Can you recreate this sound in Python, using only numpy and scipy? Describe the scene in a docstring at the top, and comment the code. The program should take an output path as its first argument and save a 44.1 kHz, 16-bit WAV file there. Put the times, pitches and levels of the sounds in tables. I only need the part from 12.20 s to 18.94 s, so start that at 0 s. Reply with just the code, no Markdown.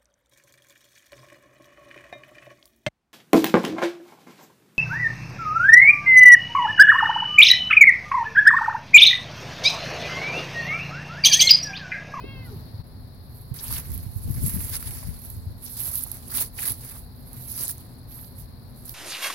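"""A mew and footsteps on dry grass

A cat mews once, and someone with a phone treads on dry grass and leaves.
Each step is a swarm of tiny blade clicks over a duller crunch of pressed thatch (the matted dead grass).
Stalks snap as single sharp clicks, leaves crumple as crackling bursts, and the mew is a sum of harmonics.
Wind noise buffets two microphone ports, each with its own colour, over a steady outdoor rumble and hiss."""
import sys
import numpy as np
from scipy import signal
from scipy.fft import rfft, irfft
from scipy.io import wavfile
from scipy.ndimage import uniform_filter1d

SR = 44100
rng = np.random.default_rng(int(sys.argv[2]) if len(sys.argv) > 2 else 0)


def output_pcm(signal):
    """Save a mono or channel-first signal as 16-bit PCM at the path in sys.argv[1].

    Samples are clipped to [-1, 1] before scaling.
    """
    pcm = np.clip(np.atleast_2d(signal).T, -1, 1) * 32767
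    wavfile.write(sys.argv[1], SR, np.round(pcm).astype(np.int16))


N = 297234
TIME = np.arange(N) / SR

# Levels in the tables come before the gains and filters in the functions.
# Balance means left minus right.

# footfalls and shuffles: (weight lands [s], hold [s], rise [s], fall [s],
# rustle of blades [dB], crunch of thatch [dB], sheen relative to the rustle [dB])
STEPS = [(0.27, 0.057, 0.057, 0.15, -59, -59.5, 3.5), (1.147, .07, 0.051, 0.057, -56.5, -82, 5),
         (1.342, 0.13, 0.0018, 0.035, -40, -50.5, -1.5), (1.51, 0.071, 0.034, 0.025, -31.5, -42.5, -2),
         (1.646, 0.082, 0.15, 0.14, -43.5, -53, -0.5), (2.267, 0.026, 0.037, 0.02, -30.5, -54.5, -4),
         (2.34, 0.16, 0.22, 0.019, -35, -51.5, -2.5), (2.53, 0.03, 0.012, 0.015, -26.5, -41, -12),
         (2.604, 0.21, 0.018, 0.15, -39.5, -51.5, -6), (3.053, 0.039, 0.057, 0.085, -44, -58.5, 0.5),
         (3.447, 0.018, 0.023, 0.044, -39.5, -54, -1), (3.595, 0.1, 0.066, 0.053, -31.5, -47.5, 1),
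         (3.745, 0.011, 0.016, 0.069, -28.5, -46.5, 0), (3.913, .04, 0.07, .1, -43, -55.5, -3.5),
         (4.17, 0.05, 0.04, .024, -24, -39, -8), (4.384, 0.016, 0.0089, 0.016, -30.5, -43.5, -6),
         (4.44, 0.063, 0.041, 0.028, -28, -42.5, -5), (4.611, 0.17, 0.058, 0.031, -41.5, -55, -4.5),
         (5.14, 0.041, 0.053, 0.034, -63, -57.5, 5), (5.274, 0.064, 0.15, .03, -42.5, -59.5, 2),
         (5.428, 0.02, 0.07, 0.026, -26.5, -44.5, -4.5), (5.49, 0.022, .01, 0.011, -29, -56, -6),
         (5.547, .03, .02, 0.17, -50.5, -61, -5), (5.911, 0.1, 0.015, 0.072, -47.5, -59.5, 6),
         (6.197, 0.028, .03, 0.02, -46, -61.5, -2), (6.694, .07, 0.077, .05, -44, -59, 0)]
# stalks and leaf edges breaking: (time [s], click level [dB], balance [dB])
SNAPS = [(1.171, -30, 0), (1.342, -21, -12), (1.481, -11.5, -3), (1.5264, -5.5, 5), (1.582, -12, 1),
         (1.718, -14, -6), (1.778, -15.5, -2), (2.2625, -5.5, -7), (2.27, -11, -10), (2.281, -8.5, -14),
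         (2.6268, -13, 0), (2.7084, -12, 14), (3.1014, -15, -4), (3.5957, -15, -3), (3.6897, -13, -6),
         (3.7555, -4, 0), (3.8372, -5.5, -21), (3.9164, -7.5, -3), (3.9704, -20, 7), (4.203, -6, 2),
         (4.377, -19, 2), (4.429, -9, 15), (4.497, -5, 12), (4.52, -7, -1), (4.6487, -17, 7),
         (5.1315, -20, -7), (5.4354, -9.5, -9), (5.48, -5.5, -2), (5.581, -21, 7), (6.654, -21.5, -10),
         (6.6935, -13, -2)]
# dry leaves and clumps giving way under the sole: (time [s], peak level [dB], pitch [Hz], decay [s])
CRUMPLES = [(.028, -25, 332, 0.019), (1.386, -29.5, 4770, 0.012), (1.502, -32.5, 1020, 0.008),
            (1.522, -29, 1400, .006), (2.235, -33, 2000, 0.25), (2.534, -19.5, 5410, 0.012),
            (2.625, -29, 1400, 0.0045), (2.674, -32, 3900, 0.012), (2.827, -34.5, 790, .0079),
            (2.707, -35, 2600, .005), (2.923, -47, 4300, 0.0027), (3.454, -31.5, 4840, 0.045),
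            (3.863, -35, 900, 0.0039), (4.116, -33.5, 1450, 0.017), (4.385, -24.5, 2050, .006),
            (5.279, -37, 5330, 0.039), (5.404, -33.5, 396, 0.0027), (5.47, -29.5, 4630, .006),
            (5.493, -29, 1450, 0.0035), (6.045, -38.5, 4430, .002), (6.691, -34.5, 4300, .005)]
# the mew: (time [s], pitch [Hz], level [dB], mouth resonance [Hz])
MEW = [(0, 488, -55, 2560), (.06, 540, -50.5, 2380), (.125, 543, -48.5, 2340), (.175, 527, -50, 2260),
       (.245, 516, -54, 2060), (.285, 467, -58.5, 1520), (.305, 438, -55, 450), (.34, 393, -48.5, 380),
       (.375, 298, -55, 278)]
# gusts at the ports: (arrival [s], hold [s], level [dB], balance [dB])
GUSTS = [(1.511, 0.033, -34, 21), (1.57, 0.02, -35, -4), (1.696, 0.14, -33.5, -6), (1.88, 0.11, -39.5, -3),
         (2.074, 0.034, -29.5, 0), (2.153, 0.086, -33, -4), (2.229, 0.054, -30, 23), (2.345, 0.04, -29, 19),
         (2.413, 0.16, -34.5, 8), (2.642, 0.3, -37.5, 7.5), (3.095, 0.097, -37, -4),
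         (3.281, 0.044, -36, -1.5)]
# single eddies striking a port: (time [s], level [dB], balance [dB], pitch [Hz])
EDDIES = [(0.36, -28, -1, 140), (0.54, -25.5, 1, 101), (.591, -25, 26, 111), (1.313, -18.5, -28, 122),
          (1.695, -22, -23, 79.5), (1.863, -21.5, -12, 92), (1.96, -18, -27, 90), (2.102, -13, 21.5, 110),
          (2.24, -17, 32, 132), (2.339, -22.5, 24, 155), (2.265, -25.5, 18, 210), (2.363, -20.5, 24, 180),
          (2.888, -19, 29, 87), (3.267, -20.5, 6, 87), (3.848, -28.5, -10, 86), (4.507, -24.5, 18, 104)]

# Tone colours: only the shape counts, because the filter evens out the overall power.
# rustle of dry blades at each port: (frequency [Hz], left [dB], right [dB])
BLADE_COLOUR = [(990, -36, -42), (2960, -28, -31), (4020, -16, -27), (6340, -16, -30), (8100, -15.5, -20),
                (9370, -6.5, -12), (10480, -15.5, 1), (11040, -7.5, 4.5), (13040, -10.5, -0.5),
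                (16300, -8, -11.5)]
# pressed thatch: (frequency [Hz], left [dB], right [dB])
THATCH_COLOUR = [(120, -14.5, -13.5), (358, 7.5, 8), (570, 3.5, 4), (950, 7, 8.5), (2200, 5.5, 8),
                 (3020, 5.5, 0), (4720, 11.5, -2.5), (8300, -4.5, -28)]
# turbulence in a port: (frequency [Hz], left [dB], right [dB])
BUFFET_COLOUR = [(15, -28.5, -11), (40.8, -0.5, -9), (81.3, 5, 6.5), (162, -6, -13), (224, -25.5, -31.5),
                 (402, -43, -34), (870, -47.5, -62)]
# distant rumble and air: (frequency [Hz], left [dB], right [dB])
AIR_COLOUR = [(18, -15, -18.5), (40.5, 2, -6.5), (78.5, 0, 3), (123.7, 2, 0.5), (169, -9.5, -8),
              (230.7, -13.5, -8), (242.4, 0, -9.5), (285, -15, -17.5), (394, -20, -20.5),
              (950, -22.5, -25.5), (1350, -31, -36.5), (1810, -32, -33), (2810, -43.5, -45.5),
              (7000, -55, -68)]
# microphone hiss, peaking at the resonance of each port: (frequency [Hz], left [dB], right [dB])
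HISS_COLOUR = [(1510, -24.5, -8), (3070, -18.5, -23.5), (3890, -2.5, -19), (4290, 3, -22),
               (5340, -9.5, -25), (6500, -33, -38), (8160, -36, -36), (9800, -21, -25), (10500, -16, -7.5),
               (13600, -21, -26), (17000, -7, -4.5)]

STIR_DB = -64.5  # grass that keeps stirring between steps, before the blade gain
SHEEN_LOW_HZ, SHEEN_HIGH_HZ = 11330, 13600  # the band whose strength changes from step to step
GUST_RISE_S, GUST_FALL_S = 0.044, 0.031
# the background is fuller until the dip; the whole sound dips briefly
FULLER_DB, DIP_S, DIP_DB, DIP_WIDTH_S = 3.3, .629, -10, 0.008
TOP_HZ = 15900  # highest frequency the phone lets through


def footsteps(blade_db=2.5, thatch_db=1, scatter_db=-4):
    """Blades flick past the shoe and thatch is crushed below it; both catch and slip together."""
    # powers of the steps add up, so the weight is squared
    weight = np.array([swell(*step[:4]) for step in STEPS]) ** 2
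    *_, rustle_db, crunch_db, sheen_db = np.transpose(STEPS)
    stir = undb(STIR_DB) ** 2 * (TIME > STEPS[0][0])
    rustle = np.sqrt(undb(rustle_db) ** 2 @ weight + stir)
    sheen = np.sqrt(undb(rustle_db + sheen_db) ** 2 @ weight + stir)
    crunch = np.sqrt(undb(crunch_db) ** 2 @ weight)

    flicks = grains(per_s=2200, spread_db=2.0, ceiling_db=9.5)
    stems = tufts(per_s=3000, spread_db=1.5, ceiling_db=4, flicker_db=4.0,
                  lo_hz=2390, hi_hz=17200, count=6)
    blades = colour(unit(flicks + stems), BLADE_COLOUR)
    # filtering both ways keeps the top in step, so it can be subtracted
    sheen_filter = signal.butter(2, (SHEEN_LOW_HZ, SHEEN_HIGH_HZ), "band", fs=SR, output="sos")
    top = signal.sosfiltfilt(sheen_filter, blades)
    rustling = (blades - top) * rustle + top * sheen

    crush = tufts(per_s=1200, spread_db=4.5, ceiling_db=10, flicker_db=4.0,
                  lo_hz=201, hi_hz=18650, count=9)
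    # sound scattered by the ground and the legs reaches the two ports unrelated
    scattered = undb(scatter_db) * noise(0)
    thatch = colour(unit(crush + scattered), THATCH_COLOUR)
    return slips() * (rustling * undb(blade_db) + thatch * crunch * undb(thatch_db))


def slips(per_s=110, decay_s=0.0079, steady=2.4):
    """Tufts catch on the shoe and let go: each release starts at once and dies away, over steady brushing."""
    releases = (rng.random(N) < per_s / SR) * rng.uniform(.2, 1, N)
    keep_per_sample = np.exp(-1 / (decay_s * SR))
    release_decays = unit(signal.lfilter([1], [1, -keep_per_sample], releases))
    return unit(steady + release_decays)


def tufts(per_s, spread_db, ceiling_db, flicker_db, lo_hz, hi_hz, count):
    """Stalks of different sizes: each size clicks in its own band and comes and goes by itself."""
    edges = np.geomspace(lo_hz, min(hi_hz, .45 * SR), count + 1)
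    out = 0
    for band in zip(edges, edges[1:]):
        clicks = grains(per_s, spread_db, ceiling_db) * undb(flicker_db * walk(rate=45))
        out = out + signal.sosfilt(band_filter(band), clicks)
    return unit(out)


def grains(per_s, spread_db, ceiling_db, scatter_db=3, max_lag_samples=10):
    """Random clicks, many small and few large; each reaches the right port with its own lag and strength."""
    out = np.zeros((2, N))
    at = np.flatnonzero(rng.random(N) < per_s / SR)
    sign_draw, size_draw, bearing_draw = rng.random((N // 4, 3))[:len(at)].T
    size_db = np.minimum(-spread_db * np.log(size_draw), ceiling_db)
    click = np.sign(sign_draw - .5) * undb(size_db)
    bearing = 2 * bearing_draw - 1
    lag = np.round(max_lag_samples * bearing).astype(int)
    left, right = click * sides(scatter_db * bearing)
    out[0, at] = left
    out[1, (at + lag) % N] = right
    return unit(out)


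def snaps(fibre_db=-13, fibre_s=0.0018):
    """A stalk breaks with one sharp click, and its fibres tear just after."""
    out, t = np.zeros((2, N)), TIME[:SR // 50]
    for s, db, balance_db in SNAPS:
        crack = undb(fibre_db) * rng.standard_normal((2, len(t))) * np.exp(-t / fibre_s)
        crack[:, 0] = 1  # the click itself
        add(out, s, crack * undb(db) * sides(balance_db))
    return colour(out, BLADE_COLOUR)


def crumples(gain_db=-1, octaves=0.34, crackle_db=5.0, left_db=12, rise=0.19):
    """A collapsing leaf or clump gives a crackling burst; the higher ones favour the left port."""
    out, t = np.zeros((2, N)), TIME[:SR // 3]
    for s, db, hz, decay_s in CRUMPLES:
        edges = np.minimum(hz * 2 ** (np.array([-1, 1]) * octaves), .45 * SR)
        folds = rng.standard_normal((2, len(t))) * undb(crackle_db * walk(rate=530)[:len(t)])
        # the rise takes a fixed share of the decay time
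        collapse = np.minimum(t / (rise * decay_s), 1) * np.exp(-t / decay_s)
        burst = signal.sosfilt(band_filter(edges), folds * collapse)
        burst = burst / abs(burst).max()
        add(out, s, burst * undb(db + gain_db) * sides(left_db * (hz > 3000)))
    return out


def mew(gain_db=1.5, mouth_width_hz=380, head_hz=2950, head_width_hz=650, head_db=-12.5,
        chest_db=-12, jitter=0.006, shimmer_db=2.5, count=7):
    """Voice harmonics pass a mouth resonance that sinks as the jaw closes; the end turns rough."""
    hz, level_db, mouth_hz = curves(MEW)
    order = np.arange(1, count + 1)[:, None]
    partial_hz = order * hz
    opening = np.clip(mouth_hz / 2200, 0, 1) ** 2
    # pitch shakes more as the mouth closes
    shaken_hz = hz * (1 + jitter * walk(rate=240) / (opening + 0.083))
    phase = 2 * np.pi * np.cumsum(shaken_hz) / SR
    mouth = 1 / (1 + (2 * (partial_hz - mouth_hz) / mouth_width_hz) ** 2)
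    head = undb(head_db) / (1 + (2 * (partial_hz - head_hz) / head_width_hz) ** 2)
    chest = undb(chest_db) / np.sqrt(order)
    # the closing jaw muffles the head resonance faster than the chest sound
    gains = mouth + opening ** 2 * head + opening * chest
    shimmer = undb(shimmer_db * np.array([walk(rate=60) for _ in order]))
    voice = np.sum(gains * shimmer * np.sin(order * phase), axis=0)
    # even out the power, so that the level comes from the table
    voice = voice / np.sqrt(np.sum(gains ** 2, axis=0) / 2)
    fade = np.clip((MEW[-1][0] - TIME) / 0.011, 0, 1)
    return bounced(voice * undb(level_db + gain_db) * fade)


def bounced(x, lag_s=.005, sway_s=.0001, echo_db=-11, port_s=.00008):
    """Direct sound, later at the right port, plus a reflection whose path sways as the phone moves."""
    def late(s):
        return np.interp(TIME - s, TIME, x)

    ports = []
    for port_delay_s in (0, port_s):
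        # the reflection sways separately at each port
        echo = undb(echo_db) * late(lag_s + sway_s * walk(rate=6.3))
        ports.append(late(port_delay_s) + echo)
    return np.array(ports)


def wind(gust_db=0.5, flutter_db=2.5, eddy_db=-2.0, eddy_s=0.0048, burble_db=-6.5,
         burble_hz=178, strong_db=-26, burble_growth=0.99):
    """Gusts stir each port separately, strong ones shed smaller vortices; single eddies give soft bumps."""
    power = 0
    for s, hold_s, db, balance_db in GUSTS:
        gust = swell(s, hold_s, GUST_RISE_S, GUST_FALL_S) * undb(db) * sides(balance_db)
        power = power + gust ** 2
    blowing = np.sqrt(power)
    force = blowing * undb(gust_db + flutter_db * walk(rate=36))
    vortices = band_filter([burble_hz / np.sqrt(2), burble_hz * np.sqrt(2)])
    burble = unit(signal.sosfilt(vortices, noise(0))) * undb(burble_db)
    # stronger wind raises the share of burble
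    burble = burble * (blowing / undb(strong_db)) ** burble_growth
    out = force * (colour(noise(0), BUFFET_COLOUR) + burble)
    t = TIME[:SR // 12]
    for s, db, balance_db, hz in EDDIES:
        bump = t / eddy_s * np.exp(1 - t / eddy_s) * np.sin(2 * np.pi * hz * t)
        add(out, s, bump * undb(db + eddy_db) * sides(balance_db))
    return out


def outdoors(air_db=-42.0, hiss_db=-54.5, swell_db=.5, shared_hz=650):
    """Distant rumble, alike at both ports in the bass only, with the steady hiss of the microphones."""
    low = signal.butter(2, shared_hz, "low", fs=SR, output="sos")
    high = signal.butter(2, shared_hz, "high", fs=SR, output="sos")
    field = signal.sosfilt(low, noise(likeness=0.88)) + signal.sosfilt(high, noise(0))
    air = colour(field, AIR_COLOUR) * undb(air_db + swell_db * walk(rate=8.3))
    return air + colour(noise(0), HISS_COLOUR) * undb(hiss_db)


def swell(s, hold_s, rise_s, fall_s):
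    """Envelope that grows to 1 at time s, holds and dies away."""
    before = np.maximum(s - TIME, 0)
    after = np.maximum(TIME - s - hold_s, 0)
    return np.exp(-before / rise_s - after / fall_s)


def noise(likeness):
    """White noise at two ports, partly shared: likeness 0 is unrelated, 1 is identical."""
    share = np.clip(likeness, 0, 1)
    return np.sqrt(share) * rng.standard_normal(N) + np.sqrt(1 - share) * rng.standard_normal((2, N))


def walk(rate):
    """Smooth random wandering of rms 1, with a new target rate times a second."""
    k = max(int(SR / rate), 1)
    targets = np.repeat(rng.standard_normal(N // k + 1), k)
    return unit(uniform_filter1d(targets, k)[:N])


def colour(x, table, size=8192):
    """Causal filter of unit power gain, drawn through the points of a tone colour table."""
    hz, *ports = np.transpose(table)
    grid = np.log(np.maximum(np.fft.rfftfreq(size, 1 / SR), 1))
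    gains = undb([np.interp(grid, np.log(hz), db) for db in ports])
    # folding the cepstrum (transform of the log gains) makes the response start at once
    cepstrum = irfft(np.log(gains))
    cepstrum[:, 1:size // 2] *= 2
    cepstrum[:, size // 2 + 1:] = 0
    response = unit(irfft(np.exp(rfft(cepstrum)))) / np.sqrt(size)
    return signal.fftconvolve(x, response, axes=1)[:, :N]


def band_filter(edges_hz):
    """Filter that passes the sound between two frequencies."""
    return signal.butter(2, edges_hz, "band", fs=SR, output="sos")


def sides(balance_db):
    """Left and right gains of constant power."""
    gains = undb(np.array([[.5], [-.5]]) * balance_db)
    return gains / np.sqrt(np.mean(gains ** 2, axis=0))


def add(out, s, sound):
    """Mix a short stereo sound in at time s."""
    i = int(np.clip(s * SR, 0, N - 1))
    out[:, i:i + sound.shape[1]] += sound[:, :N - i]


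def curves(table):
    """The columns of a time table, one value a sample."""
    s, *columns = np.transpose(table)
    return [np.interp(TIME, s, c) for c in columns]


def undb(db):
    """Decibels to gain."""
    return 10 ** (np.asarray(db) / 20)


def unit(x):
    """Scale to rms 1."""
    return x / np.sqrt(np.mean(x ** 2))


def scene():
    """Everything heard on the lawn, with one brief dip in level."""
    backdrop = outdoors() * undb(FULLER_DB * (TIME < DIP_S))
    dip = undb(DIP_DB * np.exp(-((TIME - DIP_S) / DIP_WIDTH_S) ** 2))
    return (footsteps() + snaps() + crumples() + mew() + wind() + backdrop) * dip


def record(dry):
    """The phone cuts the top with a steep low-pass filter."""
    # order 10, ripple .2 dB, stop band 80 dB down
    low_pass = signal.ellip(10, .2, 80, TOP_HZ, fs=SR, output="sos")
    return signal.sosfilt(low_pass, dry)


dry = scene()
out = record(dry)
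output_pcm(out)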